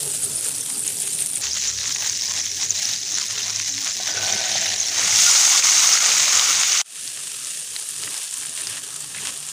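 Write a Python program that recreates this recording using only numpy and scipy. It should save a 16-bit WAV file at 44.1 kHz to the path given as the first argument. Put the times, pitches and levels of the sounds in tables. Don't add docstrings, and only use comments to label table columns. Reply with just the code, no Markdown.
import sys
import numpy as np
from scipy import signal
from scipy.fft import rfft, irfft, next_fast_len
from scipy.io import wavfile
from scipy.ndimage import uniform_filter1d

SR = 44100
rng = np.random.default_rng(int(sys.argv[2]) if len(sys.argv) > 2 else 0)


def master(y):
    cut = np.clip(np.atleast_2d(y).T, -1, 1)
    pcm = np.round(cut * 32767)
    wavfile.write(sys.argv[1], SR, pcm.astype(np.int16))


def ratio(d):
    e = np.asarray(d, float) / 20
    return 10 ** e


N = 419832

# start t/s, end t/s, playing speed, nominal bubbles per s,
# nominal spits per s, spits/dB and smooth hiss/dB over the bubbles, size spread/dB, clumping/dB
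PARTS = [(0, 1.416, 0.99, 4500, 420, -2, -1, 2.5, 3), (1.417, 5.0, 0.68, 3600, 380, -2, -1.5, 2.2, 2.6),
         (5.0, 6.816, 0.698, 5600, 600, 0.5, 5.5, 3, 1.5), (6.817, 9.519, 0.88, 2260, 250, 2, 7, 2.5, 3.5)]
# t/s, fine, coarse and large bubbles level/dB
FRYING = [(0, -25, -42.5, -47), (0.7, -25.5, -44.5, -47.5), (1.416, -28.5, -45.5, -50.5),
          (1.418, -27.5, -41, -56.5), (2.2, -26, -36, -52.5), (3.0, -27, -38.5, -54),
          (3.98, -27, -35.5, -51), (4.12, -26.5, -31, -35.5), (4.62, -24.5, -27, -44.5),
          (4.9, -24, -33, -47.5), (5.0, -21.5, -27, -33), (5.1, -19.5, -28, -33),
          (5.22, -13.5, -24.5, -32.5), (6.11, -17, -24.5, -30), (6.816, -20, -26, -35.5),
          (6.818, -30.5, -41, -50.5), (7.75, -31, -44.5, -52.5), (8.2, -29.5, -43.5, -49.5),
          (8.8, -33.5, -46, -49), (9.52, -32, -44.5, -51)]


def at_hz(points, hz):
    points = np.array(points)
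    return np.interp(np.log(hz + 1), np.log(points[:, 0]), points[:, 1])


def in_time(rows, s):
    rows = np.array(rows)
    return [np.interp(s, rows[:, 0], column) for column in rows[:, 1:].T]


def rms_one(x):
    return x / np.sqrt(np.mean(x ** 2) + 1e-20)


def drift(rate, size):
    r = np.exp(-2 * np.pi * rate / SR)
    noise = rng.standard_normal(size + 8000)
    return rms_one(signal.lfilter([1], [1, -2 * r, r * r], noise)[8000:])


def bump(start, length, edge):
    s = np.arange(N) / SR
    return np.clip(np.minimum(s - start, start + length - s) / edge + 0.5, 0, 1)


def ring(clicks, hz, t60):
    r, w = ratio(-60 / (t60 * SR)), 2 * np.pi * hz / SR
    return signal.lfilter([0, np.sin(w)], [1, -2 * r * np.cos(w), r * r], clicks + 1e-18)


def colour(x, spectrum):
    size = 8192
    cepstrum = irfft(np.log(ratio(at_hz(spectrum, np.fft.rfftfreq(size, 1 / SR)))))
    cepstrum[1:size // 2] *= 2
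    cepstrum[size // 2 + 1:] = 0
    response = irfft(np.exp(rfft(cepstrum)))
    return signal.fftconvolve(x, response)[:len(x)]


def grains(per_s, spread_db, size):
    sizes = ratio(spread_db * np.minimum(rng.exponential(1, size), 5.0)) * rng.choice([-1, 1], size)
    return sizes * (rng.random(size) < per_s / SR)


def fizz(size, speed, bubble_rate, spit_rate, spit_db, hiss_db, spread_db, clump_db):
    clumps = ratio(clump_db * (drift(70 * speed, size) + 0.4 * drift(20 * speed, size)))
    born = grains(bubble_rate * clumps, spread_db, size)
    dealt = rng.integers(0, 60, size)
    rings = 0
    for k, hz in enumerate(np.geomspace(400, 16000, 60)):
        if k % 3 == 0:
            spot = ratio(6.5 * np.tanh(drift(15 * speed, size) / 1.6))
        t60 = 0.018 * (6000 / hz) ** 0.37
        equal_power = np.sqrt(hz / t60)
        rings = rings + equal_power * ring(born * spot * (dealt == k), hz, t60)
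    cracks = grains(spit_rate * clumps, 0.74 * spread_db, size)
    cracks = signal.lfilter(*signal.butter(1, 9000 * speed, fs=SR), cracks)
    hiss = rng.standard_normal(size) * clumps ** 0.14
    return rms_one(rings) + ratio(spit_db) * rms_one(cracks) + ratio(hiss_db) * hiss


def frying():
    # f/Hz, level/dB per Hz
    colours = [[(300, -34), (550, -15.5), (1100, -19.5), (1800, -19), (2600, -8.5), (4000, -13),
                (6000, -8.5), (7500, -4.5), (8400, -0.5), (9200, 2), (10200, -3.5), (11500, -12),
                (13500, -15.5), (15600, -27)], [(300, -30), (750, -17.5), (1150, -19), (1550, -20.5), (1900, -16),
                                (3200, -15), (4400, -10.5), (5500, -2), (6300, 0.5), (7000, -2.5),
                                (8000, -11.5), (10000, -17.5), (13500, -33), (14600, -20.5), (15600, -20)], [(40, -60), (130, -30.5), (300, -29), (550, -25.5),
                                                       (743, -18.5), (900, -20), (1200, -14.5),
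                                                       (1420, -14.5), (1650, -21), (2230, -11.5),
                                                       (2550, -13.5), (2820, -11.5), (3100, -13.5),
                                                       (4000, -13.5), (6500, -0.5), (7600, -9),
                                                       (10000, -19), (13700, -33.5), (14600, -22),
                                                       (15600, -23)], [(50, -60), (180, -25), (350, -23.5),
                                                                      (600, -16.5), (800, -18.5),
                                                                      (1310, -12.5), (1450, -17.5),
                                                                      (1680, -12.5), (2100, -14),
                                                                      (2650, -6.5), (4000, -16),
                                                                      (5500, -13.5), (7200, -10.5),
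                                                                      (8400, -9.5), (9200, -6.5),
                                                                      (10300, -14.5), (11500, -22.5),
                                                                      (13700, -26.5), (15600, -37)]]
    # start t/s, length/s, full rise of the coarse and of the large bubbles/dB
    surges = [(0.42, 0.079, 4, 0), (0.862, 0.07, 5, 3), (1.018, 0.11, 6, 1.5), (1.197, 0.053, 8.5, 5),
              (1.346, 0.026, 11, 2), (1.416, 0.093, 6, 9.5), (1.553, 0.03, 8.5, 14), (1.616, 0.094, 6.5, 7),
              (1.819, 0.058, 1, 10), (1.885, .04, 2, 10), (1.95, 0.025, 0, 16), (2.007, 0.09, 5.5, 10),
              (2.27, 0.15, 0.5, 9.5), (2.36, 0.056, 1, 1.5), (2.6, 0.057, 5.5, 14), (2.77, 0.2, 6, 8.5),
              (3.151, 0.1, 6, 9), (3.289, 0.23, 4, 10), (3.553, 0.055, 3, 7), (3.76, 0.016, -2, -5),
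              (3.84, 0.068, 3, 9), (7.172, 0.026, -2, 6), (7.503, 0.025, 6.5, 0), (7.763, 0.016, 4, 3),
              (8.014, 0.086, 1, 6.5), (8.12, 0.071, 3.5, 5), (8.207, 0.05, 3.5, 1), (8.41, 0.044, 0, 2),
              (8.574, 0.083, 6.5, 2), (8.684, 0.093, 7, 5), (9.14, 0.077, 3, 4), (9.215, 0.1, 7.5, 6)]
    # middle t/s, width/s, depth/dB
    dips = [(5.318, 0.028, -2.5), (5.619, 0.048, -9), (5.995, 0.068, -5)]
    fine_hz, large_hz = 4000, 1600
    bands = [signal.butter(4, fine_hz, "high", fs=SR, output="sos"),
             signal.butter(4, [large_hz, fine_hz], "band", fs=SR, output="sos"),
             signal.butter(4, large_hz, "low", fs=SR, output="sos")]
    edge_s, fine_share = 0.047, 0.37
    levels_db = np.array(in_time(FRYING, np.arange(N) / SR))
    for start, length, coarse_db, large_db in surges:
        rises_db = [fine_share * coarse_db, coarse_db, large_db]
        levels_db += np.outer(rises_db, bump(start, length, edge_s))
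    levels_db += sum(db * bump(s - width / 4, width / 2, width / 2) for s, width, db in dips)
    out = np.zeros(N)
    for (start, end, speed, *grain), spectrum in zip(PARTS, colours):
        at = np.arange(round(start * SR), min(round(end * SR), N))
        pan = colour(fizz(len(at), speed, *grain), spectrum)
        for band, level_db in zip(bands, levels_db[:, at]):
            out[at] += ratio(level_db) * rms_one(signal.sosfilt(band, pan))
    return out


def burner():
    # f/Hz, level/dB per Hz
    normal_rumble, slowed_rumble = [(15, -44), (25, -20), (64, -31), (95, -2), (151, -3.5), (217, -7),
                                    (297, -3), (350, -14.5), (395, -2), (667, -23), (900, -44), (1170, -48),
                                    (1980, -120)], [(15, -52), (25, -25), (37, -41), (60, -26), (92, -8),
                                                    (110, -6), (156, -8), (207, -3), (252, -14), (275, -7),
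                                                    (377, -14), (407, -3.5), (472, -22), (535, -15),
                                                    (741, -19), (900, -31), (1170, -64), (1980, -120)]
    # t/s, level/dB
    course = [(0, -42), (.2, -44), (.7, -46), (.79, -43), (.88, -46), (1.416, -47.5), (1.418, -52),
              (2.7, -49.5), (3.9, -51.5), (4.3, -44), (4.7, -46.5), (5.1, -48.5), (5.7, -67), (6.3, -50.5),
              (6.816, -57), (6.818, -60), (7.2, -54.5), (7.9, -61), (8.0, -49), (8.06, -46), (8.22, -66),
              (8.5, -51), (8.56, -61), (8.62, -50), (8.8, -52), (8.89, -56), (9.07, -53.5), (9.28, -46),
              (9.52, -56)]
    # f/Hz, mean level/dB over the rumble, t60/s of each of two resonators
    drones = [(148, -8, 0.16)]
    # start t/s, end t/s, mean f/Hz, mean level/dB
    held = [(1.42, 1.86, 72, -48), (1.42, 2.2, 107.7, -52.5), (1.998, 2.8, 94, -47.5), (2.7, 3.2, 108, -56),
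            (3.3, 3.8, 101.5, -49), (3.696, 3.85, 280, -45.5), (4.03, 4.45, 105, -57)]
    s = np.arange(N) / SR
    slowed = (s >= PARTS[1][0]) & (s < PARTS[3][0])
    lead = 8192
    noise = rng.standard_normal(N + lead) * ratio(1.3 * drift(8.9, N + lead))
    rumble = np.where(slowed, rms_one(colour(noise, slowed_rumble)[lead:]),
                      rms_one(colour(noise, normal_rumble)[lead:]))
    for hz, db, t60 in drones:
        white = rng.standard_normal(N + lead)
        normal, slow = (rms_one(ring(ring(white, hz * speed, t60), hz * speed, t60)[lead:])
                        for speed in (1, PARTS[2][2]))
        rumble = rumble + ratio(db + 3 * drift(1.4, N)) * np.where(slowed, slow, normal)
    level_db, = in_time(course, s)
    cycles = np.cumsum(1.5 * drift(2.0, N)) / SR
    hums = sum(ratio(db) * bump(start, end - start, 5 / hz) * np.sin(2 * np.pi * (hz * s + cycles))
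               for start, end, hz, db in held)
    return ratio(level_db) * rumble + ratio(2.0 * drift(4.0, N)) * hums


def patchy(x):
    top_hz, spread_db, rate_hz = 1680, 3.0, 7.7
    size = next_fast_len(N)
    spectrum = rfft(x, size)
    step = 3 * np.log2(top_hz / (np.fft.rfftfreq(size, 1 / SR) + 1))
    out, loss_db = x.copy(), spread_db ** 2 * np.log(10) / 20
    for k in range(1, 18):
        band = irfft(spectrum * np.clip(1 - np.abs(step - k), 0, 1), size)[:N]
        out += band * (ratio(spread_db * drift(rate_hz, N) - loss_db) - 1)
    return out


def small_spits():
    per_s, over_fine_db, normal_hz, mean_ms = 4.0, 8.5, 8640, 1.9
    chance = rng.random((400, 4))
    s = np.cumsum(-np.log(1 - chance[:, 0])) / per_s
    speed = np.where((s > PARTS[1][0]) & (s < PARTS[3][0]), PARTS[2][2], 1)
    peak_db = in_time(FRYING, s)[0] + over_fine_db + 3.4 * chance[:, 1]
    hz = normal_hz * speed * (0.83 + 0.3 * chance[:, 2])
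    rows = np.transpose([s, peak_db, hz, mean_ms * (0.5 + chance[:, 3])])
    return list(rows[s < N / SR])


def spits():
    # t/s, envelope peak level/dB ahead of the roughening, f/Hz, length/ms (pi times the rise)
    loud_spits = [(0.1176, -8.6, 8270, 0.56), (0.3693, -8.3, 9860, 0.5), (0.4097, -6.1, 9000, 0.5),
                  (0.5156, -10.4, 9350, 0.59), (0.6089, -8.9, 9000, 0.91), (0.7231, -9.4, 9170, 0.5),
                  (0.7935, -9.5, 9260, 0.56), (0.8777, -6.3, 6800, 0.85), (0.9239, -9.8, 8140, 0.5),
                  (1.0015, -9.1, 7970, 1.06), (1.0207, -8.0, 8910, 0.5), (1.0737, -10.3, 8610, 1.09),
                  (1.2061, -9.7, 9000, 1.47), (1.2225, -9.2, 8570, 0.94), (1.2615, -10.5, 8440, 0.5),
                  (1.3331, -10.5, 9000, 0.97), (1.3593, -5.3, 7920, 0.5), (1.3725, -7.2, 8910, 0.68),
                  (1.533, -11, 6200, 1.2), (1.9247, -8.6, 6370, 0.5), (1.9492, -9.3, 6460, 1.44),
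                  (2.074, -13, 6600, 3.0), (2.097, -7.1, 6460, 1.41), (2.2115, -10, 5400, 1.3),
                  (2.221, -13, 5600, 1.5), (2.3204, -9.1, 6550, 0.65), (2.4585, -11, 6400, 1.5),
                  (2.6294, -5.1, 5680, 0.59), (2.7062, -2.8, 6330, 2.21), (2.8296, -6.5, 5810, 0.62),
                  (2.8539, -5.9, 5510, 0.88), (2.8903, -8.5, 4780, 0.53), (2.9356, -9.7, 5730, 0.94),
                  (3.1217, -8.3, 6290, 0.71), (3.1426, -10.4, 6200, 1.47), (3.2136, -9.6, 5040, 1.03),
                  (3.5609, -5.4, 5990, 0.8), (3.5958, -9.4, 6240, 0.68), (3.6189, -10.3, 5640, 0.59),
                  (3.8464, -8.5, 6630, 0.56), (4.0338, -9.9, 5680, 0.5), (4.0769, -10.4, 5940, 0.5),
                  (4.2667, -8.2, 6330, 0.5), (4.3247, -6.5, 5940, 2.71), (4.43, -19, 4200, 3.5),
                  (4.44, -18, 3100, 1.2), (4.561, -17, 4140, 2.0), (4.587, -20, 2100, 2.0),
                  (4.658, -19, 2100, 3.0), (4.6641, -13, 3850, 1.8), (4.737, -17, 4200, 2.2),
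                  (4.8004, -8.1, 6330, 1.86), (4.8843, -7.3, 5120, 0.62), (6.3552, -2.4, 6590, 0.8),
                  (6.7303, -4.4, 6460, 0.8), (6.9237, -22.1, 6070, 0.5), (6.9341, -20.8, 8570, 0.5),
                  (7.0351, -15.5, 6200, 0.5), (7.0774, -13.8, 5470, 0.5), (7.4476, -14.4, 6630, 0.5),
                  (7.5981, -15.1, 8530, 0.5), (7.7633, -13, 4000, 0.5), (7.7986, -13.0, 9520, 0.68),
                  (7.8894, -9.6, 8870, 0.5), (7.909, -13.0, 9520, 0.62), (7.9808, -12.0, 8270, 0.5),
                  (8.0366, -16, 4910, 0.5), (8.2325, -11.5, 8960, 0.5), (8.3102, -12, 7800, 0.5),
                  (8.3407, -9.2, 8270, 0.5), (8.3734, -13.5, 9170, 0.5), (8.3826, -14.0, 8790, 0.68),
                  (8.4019, -13.4, 8570, 0.5), (8.4591, -14.6, 8870, 1.18), (8.4942, -14.1, 8910, 0.5),
                  (8.5521, -17, 8900, 1.0), (8.5761, -16, 9260, 0.5), (8.6131, -14.5, 8610, 0.53),
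                  (8.6178, -13, 9200, 1.2), (8.6365, -18, 8700, 2.5), (8.6709, -5.5, 5300, 0.33),
                  (8.6986, -10.5, 9470, 0.5), (8.9638, -15.2, 8910, 0.5), (9.2519, -13.2, 7190, 0.5),
                  (9.2717, -6, 6200, 0.22), (9.3058, -13.6, 6800, 0.5), (9.3753, -15.5, 9560, 0.97),
                  (9.4034, -14.7, 8570, 0.5), (9.467, -15.6, 8570, 0.5), (9.4884, -13.6, 7320, 0.5)]
    out, t = np.zeros(N + 600), np.arange(600) / SR
    for (s, peak_db, hz, ms), noise in zip(loud_spits + small_spits(), rng.standard_normal((500, 600))):
        part = np.pi * t / (ms / 1000)
        envelope = part * np.exp(1 - part)
        rough = 1 + 0.5 * uniform_filter1d(noise, size=9)
        i = round(s * SR)
        out[i:i + 600] += ratio(peak_db) * envelope * rough * np.sin(2 * np.pi * hz * t)
    return out[:N]


def bursts(rows, span, decay_s, tail):
    out, t = np.zeros(N + 900), np.arange(900) / SR
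    for (s, peak_db, hz), noise in zip(rows, rng.standard_normal((len(rows), 900))):
        band = signal.butter(2, [hz / span, hz * span], "band", fs=SR, output="sos")
        burst = signal.sosfilt(band, (t == 0) + tail * noise * np.exp(-t / decay_s))
        i = round(s * SR)
        out[i:i + 900] += ratio(peak_db) * burst / np.abs(burst).max()
    return out[:N]


def snaps():
    # t/s, peak level/dB ahead of the final rounding, centre f/Hz
    fat_snaps = [(0.4859, -32, 3050), (0.5942, -20, 3380), (0.7024, -18, 3420), (0.8483, -21.7, 3140),
                 (1.0756, -17, 2690), (1.1901, -14, 3430), (1.22, -18, 2840), (1.4374, -19.3, 3450),
                 (1.4687, -13, 3140), (1.5722, -14, 2700), (1.6701, -20, 3190), (1.7875, -9, 3210),
                 (1.8137, -14, 3120), (1.8413, -14, 2960), (1.8566, -14, 2770), (1.8944, -14, 2950),
                 (1.9092, -15, 2380), (1.9616, -10.5, 2770), (2.0231, -12, 2840), (2.045, -14.2, 2810),
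                 (2.0628, -14, 2890), (2.132, -15, 3000), (2.3097, -14, 2540), (2.3671, -15, 3130),
                 (2.3763, -8, 3280), (2.4053, -15, 2530), (2.465, -12.5, 3040), (2.6006, -16, 3030),
                 (2.614, -17.4, 3190), (2.6295, -7.5, 2890), (2.8297, -23, 3250), (3.184, -10, 2610),
                 (3.378, -14, 2580), (3.5998, -8, 3130), (3.6922, -19, 3180), (3.7804, -12, 3260),
                 (3.8465, -17.3, 3560), (3.871, -9.5, 2500), (4.077, -6, 3300), (4.665, -14, 2400),
                 (6.3955, 3, 3120), (6.6336, -1, 2720), (7.0776, -22.4, 3470), (7.1737, -17, 2860),
                 (7.347, -20, 3120), (7.5367, -22.9, 3110), (7.7638, -12, 3000), (8.0366, -17, 2780),
                 (8.2173, -21, 3320), (8.3426, -20, 3470), (8.4526, -21, 2270), (8.5763, -15, 2900),
                 (8.5883, -21, 2980), (8.604, -26, 2620), (8.671, -23, 2600), (9.1483, -26, 2570),
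                 (9.2565, -24, 2830), (9.272, -15, 2600), (9.366, -19, 3290), (9.4882, -28, 3190)]
    return bursts(fat_snaps, span=1.8, decay_s=0.0017, tail=0.11)


def kernels():
    # t/s, patter level/dB (nominal), upper modes/dB, damped as the pan's floor gets covered
    pour = [(4.03, -72, -6), (4.1, -39, 0), (4.2, -35, 0), (4.38, -33, -2), (4.44, -34, -11),
            (4.6, -34, -13), (4.72, -36, -13), (4.95, -44, -10), (5.05, -75, -10)]
    # t/s, nominal peak level/dB of the low modes, of the upper modes
    landings = [(4.0, -33, -37), (4.086, -34.5, -30), (4.132, -38, -32), (4.174, -41, -21.5),
                (4.199, -32, -34), (4.231, -29, -23.5), (4.276, -31, -26), (4.301, -30, -34),
                (4.334, -30, -34), (4.412, -32, -42), (4.463, -38, -32), (4.5, -32, -34),
                (4.555, -28.5, -34), (4.655, -33, -40)]
    # f/Hz, level/dB, t60/s
    pan_modes = [(363, -12, 0.1), (669, 2, 0.08), (745, 3, 0.09), (790, -4, .06), (917, -10, 0.08),
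                 (1510, 6, 0.09), (2270, -7, 0.02), (2400, -8, 0.02), (3050, -8, .03), (3400, -9, .05)]
    # start t/s, length/s, f/Hz, level/dB
    clear_ping = (5.267, .032, 1420, -25)
    low_share_db, upper_share_db = -4, -6.5
    level_db, upper_db = in_time(pour, np.arange(N) / SR)
    hits = grains(400, 2.0, N) * ratio(level_db) / 5.5
    s, low_db, high_db = np.transpose(landings)
    body = 0
    for hz, db, t60 in pan_modes:
        upper = hz > 1000
        clicks = hits * ratio(upper_db * upper)
        clicks[(s * SR).astype(int)] = ratio(high_db + upper_share_db if upper else low_db + low_share_db)
        strengths = ratio(2.0 * rng.standard_normal(N))
        body = body + ratio(db) * ring(clicks * strengths, hz, t60)
    start, length, hz, db = clear_ping
    ping = ratio(db) * bump(start, length, 0.008) * np.sin(2 * np.pi * hz * np.arange(N) / SR)
    return signal.sosfilt(signal.butter(2, 300, "high", fs=SR, output="sos"), body) + ping


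def pops():
    # t/s, peak level/dB ahead of the final rounding, centre f/Hz
    wet_pops = [ (5.027, -15, 2050), (5.125, -13, 2000), (5.161, -13, 4380), (5.359, -9, 4400),
                (5.47, -14, 4480), (5.625, -14, 2200), (5.756, -13, 4150), (5.858, -10, 4230),
                (5.973, -12, 1740), (6.02, -14, 4260), (6.062, -11, 2220), (6.116, -13, 2230),
                (6.549, -11, 4320), (6.774, -12, 4240)]
    return bursts(wet_pops, span=1.2, decay_s=0.003, tail=0.24)


def cut_fade():
    remnant_db, silent_s, fade_in_s = -8, 6.838, 0.22
    s, cut = np.arange(N) / SR, PARTS[3][0]
    remnant = ratio(remnant_db) * np.clip((silent_s - s) / (silent_s - cut), 0, 1)
    fade_in = np.clip((s - silent_s) / fade_in_s, 0, 1) ** 0.8
    return np.where(s < cut, 1, remnant + fade_in)


def knocks():
    # t/s, peak level/dB, centre f/Hz
    spatula_knocks = [(8.074, -25, 1600), (8.078, -25, 2500), (8.433, -26, 2500), (8.451, -29, 1800),
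                      (9.147, -23, 2300), (9.160, -28, 2500), (9.171, -24, 2500), (9.183, -23, 2500),
                      (9.252, -26, 1700)]
    return bursts(spatula_knocks, span=1.27, decay_s=0.0028, tail=1.5)


def ticks():
    stirs = [(8.119, .13, 70, -33), (8.569, .05, 113, -32), (8.685, .095, 190, -30), (9.225, .09, 110, -32)]
    low_hz, high_hz, spread_db = 2000, 5000, 9
    rows = []
    for start, length, per_s, db in stirs:
        chance = rng.random((80, 3))
        s = start - np.cumsum(np.log(1 - chance[:, 0])) / per_s
        peak_db = db + spread_db * (chance[:, 1] - 0.5)
        hz = low_hz * (high_hz / low_hz) ** chance[:, 2]
        rows += list(np.transpose([s, peak_db, hz])[s < start + length])
    return bursts(rows, span=1.27, decay_s=0.0015, tail=0.55)


def scene():
    # start t/s, end t/s
    wide_times = [(0, 1.44), (8.42, 9.52)]
    # low f/Hz, high f/Hz, level/dB, flicker/dB
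    wide_bands = [(4200, 5400, -30, 9), (11200, 15200, -8, 5)]
    bed = patchy(frying() + burner())
    mid = (bed + spits() + snaps() + kernels() + pops() + knocks() + ticks()) * cut_fade()
    treble = 0
    for low_hz, high_hz, db, flicker_db in wide_bands:
        band = signal.butter(6, [low_hz, high_hz], "band", fs=SR, output="sos")
        treble = treble + ratio(db + flicker_db * drift(25.0, N)) * signal.sosfilt(band, mid)
    s = np.arange(N) / SR
    side = np.roll(treble, 37) * sum((s > start) & (s < end) for start, end in wide_times)
    return np.array([mid + side, mid - side])


def top_cut(x):
    return signal.sosfilt(signal.butter(12, 16830, fs=SR, output="sos"), x)


def record(dry):
    ceiling, cutoff_hz = 0.85, 15500
    rounded = ceiling * np.tanh(dry / ceiling)
    mix = signal.sosfilt(signal.ellip(12, 0.5, 60, cutoff_hz, fs=SR, output="sos"), rounded)
    return top_cut(mix)


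dry = scene()
out = record(dry)
master(out)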